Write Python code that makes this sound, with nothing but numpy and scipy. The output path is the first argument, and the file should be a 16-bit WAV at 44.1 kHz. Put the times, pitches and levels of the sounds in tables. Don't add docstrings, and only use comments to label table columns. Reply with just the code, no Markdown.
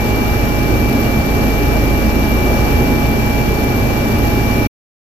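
import sys
import numpy as np
from scipy import signal
from scipy.fft import rfft, irfft, next_fast_len
from scipy.io import wavfile

SR = 44100
rng = np.random.default_rng(int(sys.argv[2]) if len(sys.argv) > 2 else 0)


def wav_out(sig):
    wavfile.write(sys.argv[1], SR, np.round(np.clip(np.atleast_2d(sig).T, -1, 1) * 32767).astype(np.int16))


N = 224733
SECONDS = np.arange(N) / SR
SHAFT_HZ, MESH_HZ = 6.795, 2330.4
BLADES = 4


def undb(db):
    return 10 ** (np.asarray(db) / 20)


def curve(table):
    return np.interp(SECONDS, *np.array(table).T)


def swing(table):
    times, values = np.array(table).T
    return np.interp(SECONDS, times, values - values.mean())


def over_pitch(hz, table, axis=1):
    rows = np.array(table)
    return np.interp(np.log(hz + 1), np.log(rows[:, 0]), rows[:, axis])


def spectrum_axis():
    size = next_fast_len(N)
    return size, np.arange(size // 2 + 1) * SR / size


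def walk(rate_hz):
    size, hz = spectrum_axis()
    smooth = rfft(rng.standard_normal(size)) / (1 + (hz / rate_hz) ** 2)
    x = irfft(smooth, size)[:N]
    return x / x.std()


def tone(phase, left_db, right_db, lead_rad):
    left = undb(left_db) * np.sin(phase + lead_rad)
    right = undb(right_db) * np.sin(phase)
    return np.sqrt(2) * np.array([left, right])


def scattered(phase, rate_hz):
    return (walk(rate_hz) * np.sin(phase) + walk(rate_hz) * np.cos(phase)) / np.sqrt(2)


# pitch_hz, correlation (1 same, -1 opposite)
LIKENESS = [(30, 0.88), (130, 0.97), (290, 0.86), (640, 0.53), (1400, -0.31), (3100, 0.16), (6800, -0.23),
            (15000, 0.042)]


def rushing_air(size, hz):
    alike = np.clip(over_pitch(hz, LIKENESS), -.99, .99)
    shared, opposed = rfft(rng.standard_normal((2, size))) * np.sqrt(SR / 2)
    opposed = opposed * np.array([[1], [-1]])
    return np.sqrt((1 + alike) / 2) * shared + np.sqrt((1 - alike) / 2) * opposed


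# pitch_hz, left_db and right_db (dB per Hz)
HULL_ROAR = [(12, -59.5, -62.5), (36, -55.5, -57.5), (51.7, -45, -43.5), (80, -41, -43),
             (104, -43.5, -43.5), (129.3, -41, -40), (172, -49, -47), (192.7, -49.5, -44.5),
             (218.6, -40.5, -41), (246, -41, -41), (290, -41.5, -41), (325, -49, -43.5), (415, -46.5, -45),
             (510, -51.5, -51), (564, -48.5, -49.5), (844, -60, -52.5)]
SEAL_HISS = [(860, -55.5, -57.5), (1260, -61.5, -56.5), (1800, -62, -59.5), (2130, -64.5, -65),
             (2940, -66, -68.5), (3125, -69.5, -71), (3960, -68, -76), (4800, -70.5, -76.5),
             (5690, -68.5, -80.5), (7660, -74, -81.5), (9100, -85.5, -86), (9840, -79, -80),
             (14000, -75, -80.5), (15600, -74.5, -80)]


def hull_colour_db(hz, ripple_db=1.32):
    rows = list(HULL_ROAR) + list(SEAL_HISS)
    colour_db = np.array([over_pitch(hz, rows, axis=c) for c in (1, 2)])
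    modes_hz = np.geomspace(300, 9000, 220)
    for side in range(2):
        colour_db[side] += ripple_db * np.interp(hz, modes_hz, rng.standard_normal(len(modes_hz)), 0, 0)
    return colour_db


# centre_hz, width_hz, left_db and right_db (dB per Hz)
WHISTLES = [(812, 40, -55, -54), (2545, 55, -58.5, -72), (2810, 40, -66, -66), (3250, 60, -66, -73),
            (4130, 70, -69, -85), (4485, 70, -62.5, -76), (5540, 220, -67, -77), (6425, 40, -70, -85),
            (12540, 480, -64, -68), (12556, 60, -55.3, -60)]


def whistling_bands(hz):
    power = 0
    for centre_hz, width_hz, left_db, right_db in WHISTLES:
        resonance = 1 / (1 + (2 * (hz - centre_hz) / width_hz) ** 2)
        power = power + undb([[left_db], [right_db]]) ** 2 * resonance
    return power * np.clip(1.1 - np.exp(-((hz - 9000) / 1500) ** 2), 0, 1)


GUST_S, GUST_WIDTH_S, GUST_DB = 2.63, 0.2, 2


def gust_db():
    return GUST_DB * np.exp(-((SECONDS - GUST_S) / GUST_WIDTH_S) ** 2)


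# peak_s, centre_hz, lift_db (of the surging band)
SURGES = [(.14, 90, 5.5), (.22, 900, 2.5), (.45, 120, 1), (.7, 400, 3.5), (1.2, 105, 5.5), (1.75, 640, 5),
          (2.13, 240, 0.5), (2.2, 400, 0.5), (2.5, 600, 3.5), (2.78, 80, 6), (2.92, 240, 6),
          (3.04, 110, 4.5), (3.5, 110, 4), (3.88, 640, 4.5)]
SURGE_S, SURGE_OCTAVES = .045, .55


def surging(sound):
    size, hz = spectrum_axis()
    out, spectrum = sound, rfft(sound, size)
    for peak_s, centre_hz, lift_db in SURGES:
        octaves_away = np.log2((hz + 1) / centre_hz)
        band = irfft(spectrum * np.exp(-(octaves_away / SURGE_OCTAVES) ** 2), size)[:, :N]
        moment = np.exp(-((SECONDS - peak_s) / SURGE_S) ** 2)
        out = out + band * (undb(lift_db * moment) - 1)
    return out


# time_s, level_db
BOOM = [(0, -25), (.35, -20.5), (1, -20.5), (1.9, -22), (2.25, -17.5), (2.6, -24), (3, -18.5), (3.6, -19.5),
        (4.1, -20.5), (4.65, -21)]
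BOOM_HZ, BOOM_WIDTH_HZ = 247, 84
# multiple of the blade rate, depth_db
WAKE = [(1, .25), (2, .35), (3, .45)]


def airflow(turn, roar_db=-0.5, hiss_db=0.13, buffet_db=0.5, flicker_db=0.5, boom_waver_db=.9):
    size, hz = spectrum_axis()
    noise = rushing_air(size, hz)
    sound = noise * np.sqrt(undb(hull_colour_db(hz)) ** 2 + whistling_bands(hz))
    low = 1 / (1 + (hz / 1200) ** 2)
    in_boom = np.exp(-((hz - BOOM_HZ) / BOOM_WIDTH_HZ) ** 2)
    boom = irfft(sound * low * in_boom, size)[:, :N]
    boom = boom * undb(swing(BOOM) + boom_waver_db * walk(5.4))
    rush = irfft(sound * low * (1 - in_boom), size)[:, :N]

    beat_db = sum(depth_db * np.cos(multiple * BLADES * turn) for multiple, depth_db in WAKE)
    roar = (boom + rush) * undb(roar_db + gust_db() + beat_db + buffet_db * walk(29))
    hiss = irfft(sound * (1 - low), size)[:, :N]
    hiss = hiss * undb(hiss_db + 0.5 * gust_db() + flicker_db * walk(40))
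    return surging(roar) + hiss


# pitch_hz, left_db, right_db, lead_rad (left leads)
FAN = (836.7, -34.7, -28.6, -.8)
# time_s, level_db
THRUST = [(0, -34.5), (.3, -34), (.75, -36), (1.05, -38), (1.25, -37.5), (1.65, -34), (2.3, -35.5),
          (2.62, -32.5), (3, -33.5), (3.35, -33.5), (3.7, -37.5), (4.05, -39), (4.35, -32.5), (4.65, -34)]


def tail_fan(clock, fan_db=-0.53, scatter_db=-14, scatter_hz=7):
    pitch_hz, left_db, right_db, lead_rad = FAN
    phase = 2 * np.pi * pitch_hz * clock
    waver = np.array([undb(db + scatter_db) * scattered(phase, scatter_hz) for db in (left_db, right_db)])
    hum = tone(phase, left_db, right_db, lead_rad) + waver
    return undb(fan_db + swing(THRUST)) * hum


# pitch_hz, left_db, right_db, lead_rad (left leads)
SHAFT_TONES = [(98.7, -32, -32.3, .1), (101.3, -37.4, -31.8, .4), (241.1, -33.5, -28.5, -.2),
               (355.8, -35.5, -34, .1), (449, -45, -39.5, -.3), (672.2, -39, -38.4, -.8),
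               (726.3, -55, -43, 2.4), (903.1, -44.4, -37.8, -2.9), (1237.5, -51, -49.5, 1.3),
               (1344.3, -52, -49, 2.5), (2016.3, -52, -45.7, -1), (2219.2, -60, -50, 0),
               (2563.3, -47.3, -59, -1.2), (2828.9, -42.7, -37.2, -2.1), (4661, -48.6, -62, -2.7),
               (5498.5, -47.3, -57.5, -2.2), (5657.6, -45.4, -53.3, 1.5), (6991.5, -54.3, -72, -2.5),
               (8486.5, -72, -66, 0)]


def drive_train(clock, tones_db=-0.6, scatter_db=-9, scatter_hz=6, scatter_db_per_octave=-1.8):
    out = 0
    for pitch_hz, left_db, right_db, lead_rad in SHAFT_TONES:
        phase = 2 * np.pi * pitch_hz * clock + rng.uniform(0, 2 * np.pi)
        share_db = scatter_db + scatter_db_per_octave * np.log2(pitch_hz / MESH_HZ)
        waver = np.array([undb(db + share_db) * scattered(phase, scatter_hz) for db in (left_db, right_db)])
        out = out + tone(phase, left_db, right_db, lead_rad) + waver
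    return undb(tones_db) * out


# left_db, right_db, lead_rad (left leads)
MESH = (-26, -36.5, -0.86)
# time_s, level_db
TORQUE = [(0, -32.5), (.55, -33.5), (.87, -31.8), (1.02, -33.2), (1.22, -32), (1.55, -32.5), (2.1, -33),
          (2.52, -31.3), (2.65, -32.5), (3.05, -32), (3.5, -32.5), (4.05, -33.5), (4.35, -32.8), (4.6, -31)]
INPUT_SHAFT_HZ = 101.3


def gearbox(clock, turn, sway_rad=0.04, swell_db=0.26, scatter_db=-42, scatter_hz=32):
    phase = 2 * np.pi * MESH_HZ * clock
    blade = BLADES * turn
    strain = 0.12 * np.cos(blade) + 0.025 * np.cos(2 * blade) + 0.028 * np.cos(turn)
    strain = strain + 0.04 * np.cos(2 * np.pi * INPUT_SHAFT_HZ * clock)
    twist = sway_rad * (np.sin(turn) - np.sin(blade) - np.sin(2 * blade))
    depth = np.array([[1], [2.6]])
    whine = (1 + depth * strain) * tone(phase + twist, *MESH)
    whine = whine * undb(swing(TORQUE) + swell_db * walk(4))
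    waver = np.array([scattered(phase, scatter_hz) for _ in range(2)])
    return whine + undb(scatter_db) * waver


# multiple of the shaft rate, left_db, right_db, lead_rad (left leads)
ROTOR = [(4, -30.8, -27.5, .5), (8, -21.7, -19.8, 1), (9, -32, -30.5, .2), (11, -32, -32, .3),
         (12, -30.3, -30.3, .3), (16, -32, -32.5, -.4), (17, -36, -35, .2), (18, -33.5, -30.5, .2),
         (19, -35, -34, .2), (20, -33, -34.5, .2), (24, -35.3, -35.7, .4), (32, -28.6, -29.6, -.3)]
# time_s, level_db
LOAD = [(0, -21), (.3, -20.5), (.76, -18), (.99, -22.5), (1.22, -24), (1.45, -19), (1.87, -17.5),
        (2.15, -19), (2.75, -18.5), (2.92, -21), (3.2, -21), (3.5, -19.3), (3.68, -24.5), (3.87, -18.5),
        (4.03, -25.5), (4.25, -21.5), (4.65, -22)]
# time_s, lift_db
DRONE = [(0, 3), (1.5, -2), (3.8, -5), (4.15, 8), (4.65, 6)]


def rotor(turn, unsteady=0.13, throb_db=0.2, waver_db=0.4, waver_hz=3):
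    out, load_db = 0, swing(LOAD)
    for multiple, left_db, right_db, lead_rad in ROTOR:
        phase = multiple * turn + rng.uniform(0, 2 * np.pi)
        if multiple == BLADES:
            gain = 1
        elif multiple == 2 * BLADES:
            gain = undb(throb_db + load_db + waver_db * walk(waver_hz))
        else:
            gain = 1 + unsteady * walk(1)
            phase = phase + unsteady * walk(1)
        if multiple == 4 * BLADES:
            gain = gain * undb(curve(DRONE))
        out = out + gain * tone(phase, left_db, right_db, lead_rad)
    return out


# time_s, pitch_hz
SPEED = [(0, 2331.6), (.6, 2329.2), (1.2, 2330.7), (1.8, 2330.8), (2.4, 2329.9), (3, 2330.3), (3.7, 2331.9),
         (4.65, 2330.7)]


def scene():
    clock = np.cumsum(curve(SPEED) / MESH_HZ) / SR
    turn = 2 * np.pi * SHAFT_HZ * clock
    machinery = tail_fan(clock) + drive_train(clock) + gearbox(clock, turn) + rotor(turn)
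    return airflow(turn) + machinery


OFF_S, OFF_FADE_S, CEILING, TOP_HZ = 4.669, .008, .92, 15520


def record(dry):
    rounded = dry / (1 + (dry / CEILING) ** 6) ** (1 / 6)
    on = np.clip((OFF_S - SECONDS) / OFF_FADE_S + .5, 0, 1)
    top_cut = signal.ellip(12, .1, 80, TOP_HZ, fs=SR, output="sos")
    return signal.sosfilt(top_cut, rounded * on)


dry = scene()
out = record(dry)
wav_out(out)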